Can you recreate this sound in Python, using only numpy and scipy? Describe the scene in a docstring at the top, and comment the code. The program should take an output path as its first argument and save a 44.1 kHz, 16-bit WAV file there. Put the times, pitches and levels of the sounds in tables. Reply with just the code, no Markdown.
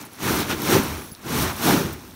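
"""Hail on a trampoline

Someone bounces twice on a trampoline covered in hailstones, outdoors at night. On each bounce the ice
rains back onto the mat, slides into the dip and is flung up again: stones drum on the taut fabric, clack
together and spray fine chips. The mat booms under the feet and the steel springs squeak thinly."""
import sys
import numpy as np
from scipy import signal
from scipy.fft import rfft, irfft
from scipy.io import wavfile
from scipy.ndimage import uniform_filter1d

SR = 44100
rng = np.random.default_rng(int(sys.argv[2]) if len(sys.argv) > 2 else 0)


def wrap_up_sound(samples):
    """Save the sound to the file named by the first command line argument, as 16-bit audio."""
    columns = np.atleast_2d(samples).T
    # keep every value between -1 and 1, then stretch to whole-number steps
    tamed = np.clip(columns, -1, 1)
    steps = np.round(tamed * 32767).astype(np.int16)
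    wavfile.write(sys.argv[1], SR, steps)


N = 94815
T = np.arange(N) / SR
FULL_DB, RATE_EXPONENT = -25, 0.5  # nominal impact rates hold at FULL_DB; rate ~ amplitude ** exponent
TOP_HZ = 15700

# clatter of the large stones (time [s], level [dB])
CLATTER_ENVELOPE = [(0, -41.5), (.1, -51), (.17, -47.5), (.23, -32), (.28, -27), (.37, -29), (.43, -29),
                    (.445, -34.5), (.48, -35), (.51, -24.5), (.56, -38), (.63, -33.5), (.74, -20),
                    (.795, -27.5), (.815, -32), (.95, -37), (1.15, -55), (1.23, -47.5), (1.29, -33.5),
                    (1.39, -28.5), (1.51, -30), (1.53, -37.5), (1.57, -38.5), (1.65, -25.5), (1.68, -24.5),
                    (1.72, -23), (1.85, -35), (1.98, -47), (2.15, -54)]
# spray of fine ice (time [s], level [dB])
SPRAY_ENVELOPE = [(0.0, -46), (0.02, -43), (0.05, -55), (0.05, -49), (0.09, -56.5), (0.13, -49.5),
                  (0.18, -50.5), (0.23, -33.5), (0.29, -30), (0.41, -30.5), (0.46, -42), (0.51, -32),
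                  (0.56, -41.5), (0.66, -32), (0.73, -23.5), (0.82, -35), (1.1, -48), (1.12, -54.5),
                  (1.16, -52.5), (1.2, -54.5), (1.32, -33.5), (1.42, -27), (1.54, -42), (1.61, -35.5),
                  (1.63, -29), (1.67, -24.5), (1.72, -26.5), (1.92, -45), (1.93, -38.5), (1.95, -50),
                  (2.15, -52)]


def undb(db):
    return 10 ** (np.asarray(db) / 20)


def unit(x):
    return x / np.sqrt(np.mean(x ** 2) + 1e-18)


def fade(t, t60_s):
    return np.exp(-np.log(1000) * np.maximum(t, 0) / t60_s) * (t >= 0)


def band(x, lo_hz, hi_hz):
    sos = signal.butter(2, [lo_hz, min(hi_hz, SR / 2 - 1000)], "band", fs=SR, output="sos")
    return signal.sosfilt(sos, x)


def ring(x, response):
    """Convolve with the response scaled to unit energy."""
    return signal.fftconvolve(x, response / np.sqrt(np.sum(response ** 2)))[:N]


def colour(points, skirt_db_per_oct=36, size=4096):
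    """Minimum-phase response through (frequency [Hz], level [dB]) points, falling beyond the ends."""
    hz, db = np.array(points, float).T
    octave = np.log2(np.maximum(np.fft.rfftfreq(size, 1 / SR), 1))
    knots = np.log2(hz)
    beyond_oct = np.maximum(knots[0] - octave, 0) + np.maximum(octave - knots[-1], 0)
    spectrum_db = np.interp(octave, knots, db) - skirt_db_per_oct * np.minimum(beyond_oct, 2)
    cepstrum = irfft(np.log(undb(spectrum_db)))
    cepstrum[1:size // 2] *= 2
    cepstrum[size // 2 + 1:] = 0
    return irfft(np.exp(rfft(cepstrum)))


def surge(envelope):
    """Amplitude from (time [s], level [dB]) points."""
    time_s, db = np.array(envelope).T
    return undb(np.interp(T, time_s, db))


def impact_rate(gain, nominal_per_s):
    """Impacts per second: louder ice is also denser."""
    return nominal_per_s * (gain / undb(FULL_DB)) ** RATE_EXPONENT


def impacts(per_s, scatter_db):
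    """Random impulses of scattered size, unit power at any rate."""
    probability = np.minimum(per_s / SR, 1)
    struck = rng.random(N) < probability
    size = unit(undb(scatter_db * np.clip(rng.standard_normal(N), -2, 2)))
    sign = rng.choice([-1, 1], N)
    return struck * sign * size / np.sqrt(probability)


def stones(per_s, scatter_db, lo_hz, hi_hz, crack_share):
    """Five stone sizes, each ringing briefly in its own band, mixed with broadband cracks."""
    edges_hz = np.geomspace(lo_hz, hi_hz, 6)
    pings = sum(band(impacts(per_s / 2, scatter_db), lo, hi) for lo, hi in zip(edges_hz, edges_hz[1:]))
    cracks = impacts(per_s, scatter_db)
    return np.sqrt(1 - crack_share) * pings + np.sqrt(crack_share) * cracks


def drumming():
    """The taut fabric answers each hailstone with a short low note; harder hits are brighter."""
    # hail landing on the mat (time [s], level [dB])
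    envelope = [(0, -40), (.11, -50.5), (.17, -47.5), (.25, -27), (.33, -25), (.36, -26.5), (.41, -25.5),
                (.45, -33), (.52, -27.5), (.57, -33.5), (.68, -26), (.7, -21.5), (.76, -16.5),
                (.825, -28.5), (.95, -33), (1.02, -39.5), (1.04, -42.5), (1.16, -53), (1.22, -49),
                (1.26, -32.5), (1.35, -26.5), (1.46, -26), (1.56, -40), (1.63, -28.5), (1.66, -21),
                (1.73, -18.5), (1.77, -21), (1.84, -25.5), (1.96, -41.5), (2.15, -48)]
    # spectrum of one hit (frequency [Hz], relative level [dB])
    spectrum = [(90, -5.5), (125, -1.5), (150, -4), (190, 0.5), (240, 0), (320, -1.5), (390, -2.5),
                (450, -6.5), (490, -8.5), (535, -10), (610, -20)]
    crossover_hz, brighten_exponent = 415, 0.43
    gain = surge(envelope)
    hits = gain * impacts(impact_rate(gain, 2400), scatter_db=1.5)
    notes = ring(hits, colour(spectrum, skirt_db_per_oct=28.5))
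    lows = signal.sosfiltfilt(signal.butter(2, crossover_hz, fs=SR, output="sos"), notes)
    highs = (notes - lows) * (gain / undb(FULL_DB)) ** brighten_exponent
    return undb(0.55) * (lows + highs)


def clatter():
    """Large hailstones clack against each other."""
    # spectrum of one clack (frequency [Hz], relative level [dB])
    spectrum = [(340, -44.5), (570, -3.5), (615, -6.5), (707, -3.5), (768, -4.5), (853, -1.5), (1200, -2.5),
                (1470, -3.5), (1880, -7.5), (2390, -7.5), (3000, -11.5), (3900, -24.5), (6600, -120)]
    gain = surge(CLATTER_ENVELOPE)
    clacks = stones(impact_rate(gain, 5500), scatter_db=2.5, lo_hz=438, hi_hz=3720, crack_share=0.44)
    return undb(0.17) * ring(gain * clacks, colour(spectrum, skirt_db_per_oct=37.5))


def pellets():
    """Mid-sized stones rattle, carried along by both the large stones and the spray."""
    # spectrum of one pellet impact (frequency [Hz], relative level [dB])
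    spectrum = [(3000, -5), (3300, -1.5), (3800, 0), (4400, -1.5), (4950, -5), (5400, -.5), (6100, -1),
                (7000, -6.5)]
    spray_weight = 0.46
    gain = surge(CLATTER_ENVELOPE) ** (1 - spray_weight) * surge(SPRAY_ENVELOPE) ** spray_weight
    rattle = stones(impact_rate(gain, 7000), scatter_db=3.5, lo_hz=2500, hi_hz=8500, crack_share=0.35)
    return undb(-3) * ring(gain * rattle, colour(spectrum, skirt_db_per_oct=50))


def chips():
    """Chips too small to ring skitter over the weave."""
    # spectrum of one chip impact (frequency [Hz], relative level [dB])
    spectrum = [(7050, -5.5), (7650, -5), (8550, -1.5), (9550, -1.4), (10050, -2.5), (10400, -6.5),
                (10850, -1.4), (12050, -1.3), (14050, -0.5), (16000, -1.5)]
    gain = surge(SPRAY_ENVELOPE)
    skitter = impacts(impact_rate(gain, 11000), scatter_db=1.5)
    return undb(-1) * ring(gain * skitter, colour(spectrum, skirt_db_per_oct=69))


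def crunches():
    """Squeezed patches of ice grind briefly and stop; a bigger heap sounds lower."""
    # crunching patches (start [s], length [s], centre [Hz], width [oct], level [dB])
    patches = [(0.265, 0.051, 1420, 0.64, -29), (.38, .06, 3580, 0.95, -34.5),
               (.492, .052, 2150, 1.55, -31), (1.664, 0.063, 840, 0.82, -22.5)]
    rise_s, stop_s = 0.014, 0.012
    out = np.zeros(N)
    for start_s, length_s, hz, width_oct, db in patches:
        press = np.clip((T - start_s) / rise_s, 0, 1) * np.clip((start_s + length_s - T) / stop_s, 0, 1)
        edge_ratio = 2 ** (width_oct / 2)
        grind = band(impacts(per_s=9000, scatter_db=2.5), hz / edge_ratio, hz * edge_ratio)
        out += undb(db) * press * unit(grind)
    return out


def boom():
    """The loaded mat shakes in its deep modes."""
    # heaves of the mat under load (peak time [s], rise [s], fall [s], level [dB])
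    heaves = [(.36, 0.059, 0.04, -30), (.53, 0.044, 0.071, -33), (.74, 0.077, 0.083, -35),
              (.9, 0.052, 0.098, -35), (1.39, 0.064, 0.12, -29), (1.73, 0.032, 0.11, -37),
              (1.85, 0.047, 0.21, -40.5)]
    # modes of the whole mat (frequency [Hz], relative level [dB], t60 [s])
    modes = [(58.4, -3.5, 0.31), (80, -3.5, 0.29), (92, 1, 0.037), (114.5, -1.5, 0.03)]
    load_power, shake = np.zeros(N), np.zeros(N)
    for peak_s, rise_s, fall_s, db in heaves:
        heave = np.exp(np.where(T < peak_s, (T - peak_s) / rise_s, (peak_s - T) / fall_s))
        load_power += (undb(db) * heave) ** 2
    for hz, db, t60_s in modes:
        mode = fade(T, t60_s) * np.sin(2 * np.pi * hz * T)
        shake += undb(db) * ring(impacts(per_s=400, scatter_db=4.5), mode)
    return np.sqrt(load_power) * unit(band(shake, 57, 204))


def ticks():
    """Lone stones strike close by, each a sharp burst of narrowband noise."""
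    # stone strikes (start [s], centre [Hz], t60 [s], onset level [dB])
    strikes = [(0.013, 6500, .05, -40.5), (.0523, 11500, .02, -39), (.068, 9000, .006, -40),
               (.132, 12000, .025, -46), (0.2056, 5900, 0.0034, -31), (1.117, 5500, .014, -41),
               (1.15, 4400, 0.011, -32.5), (2.078, 5100, 0.012, -47), (2.1108, 3800, .005, -37)]
    edge_ratio = 2 ** 0.19
    out = np.zeros(N)
    for start_s, hz, t60_s, db in strikes:
        noise = unit(band(rng.standard_normal(N), hz / edge_ratio, hz * edge_ratio))
        out += undb(db) * fade(T - start_s, t60_s) * noise
    return out


def thuds():
    """Lone lumps drop on the fabric, each a low damped tone."""
    # falling lumps (start [s], pitch [Hz], t60 [s], onset level [dB])
    lumps = [(0.743, 195, 0.08, -21), (0.798, 262, 0.035, -12.5), (1.12, 171, 0.022, -26),
             (1.191, 265, 0.022, -34), (1.661, 275, 0.047, -18), (1.726, 210, 0.076, -28),
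             (1.85, 153, 0.068, -20), (1.928, 160, 0.036, -27), (2.045, 296, 0.041, -34)]
    return sum(undb(db) * fade(T - start_s, t60_s) * np.sin(2 * np.pi * hz * (T - start_s))
               for start_s, hz, t60_s, db in lumps)


def springs():
    """Spring hooks slip on the frame: thin fluttering squeaks with faint side partials and some rasp."""
    # hook slips (start [s], length [s], pitch [Hz], level [dB])
    squeaks = [(0.05, 0.0065, 11000, -41), (.058, .011, 11000, -50), (0.132, 0.0084, 11000, -40.5),
               (0.152, 0.023, 11100, -50), (.4765, .008, 11000, -43), (0.617, 0.0076, 11900, -29.5),
               (.8305, .012, 10900, -38), (.8845, .007, 11000, -38), (.975, 0.067, 11000, -48),
               (1.033, 0.09, 11000, -51), (1.092, .007, 15400, -46), (1.111, 0.043, 10970, -43),
               (1.525, .016, 10980, -39), (1.526, .009, 15400, -41), (1.559, .019, 11100, -43),
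               (1.93, .014, 15400, -44)]
    # partials of a squeak (ratio to pitch, relative level [dB])
    partials = [(0.427, -19), (1.002, -2), (1.087, -12), (1.4, -11)]
    rise_s = 0.0015
    waver_hz = 70 * unit(uniform_filter1d(rng.standard_normal(N), size=40))
    flutter_db = 2.8 * unit(uniform_filter1d(rng.standard_normal(N), size=200))
    rasp = undb(-13) * unit(band(rng.standard_normal(N), 11500, 15000))
    out = np.zeros(N)
    for start_s, length_s, hz, db in squeaks:
        on = (T >= start_s) & (T < start_s + length_s)
        attack = np.clip((T[on] - start_s) / rise_s, 0, 1)
        release = np.clip(2 * (start_s + length_s - T[on]) / length_s, 0, 1)
        phase = 2 * np.pi * np.cumsum(hz + waver_hz[on]) / SR
        tone = sum(undb(partial_db) * np.sin(ratio * phase)
                   for ratio, partial_db in partials if ratio * hz < TOP_HZ)
        out[on] += undb(db) * attack * release * (np.sqrt(2) * tone + rasp[on])
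    return out * unit(undb(flutter_db))


def yard(near):
    """Faint, short reverberation of the yard, 5 ms behind the direct sound."""
    return undb(-16.5) * ring(near, rng.standard_normal(N) * fade(T - 0.005, t60_s=0.2))


def night():
    """Steady low hush outdoors."""
    # background noise (frequency [Hz], relative level [dB])
    spectrum = [(25, -16), (70, -23), (300, -10), (1000, -17), (5000, -40), (16000, -30)]
    return undb(-54) * ring(rng.standard_normal(N), colour(spectrum))


def scene():
    """Ice, mat and springs in the yard at night, mono."""
    moving_ice = drumming() + clatter() + pellets() + chips() + crunches()
    near = moving_ice + boom() + ticks() + thuds() + springs()
    return (near + yard(near) + night())[None]


def record(dry):
    """Steep low-pass at TOP_HZ."""
    return signal.sosfilt(signal.ellip(12, .1, 80, TOP_HZ, fs=SR, output="sos"), dry)


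dry = scene()
out = record(dry)
wrap_up_sound(out)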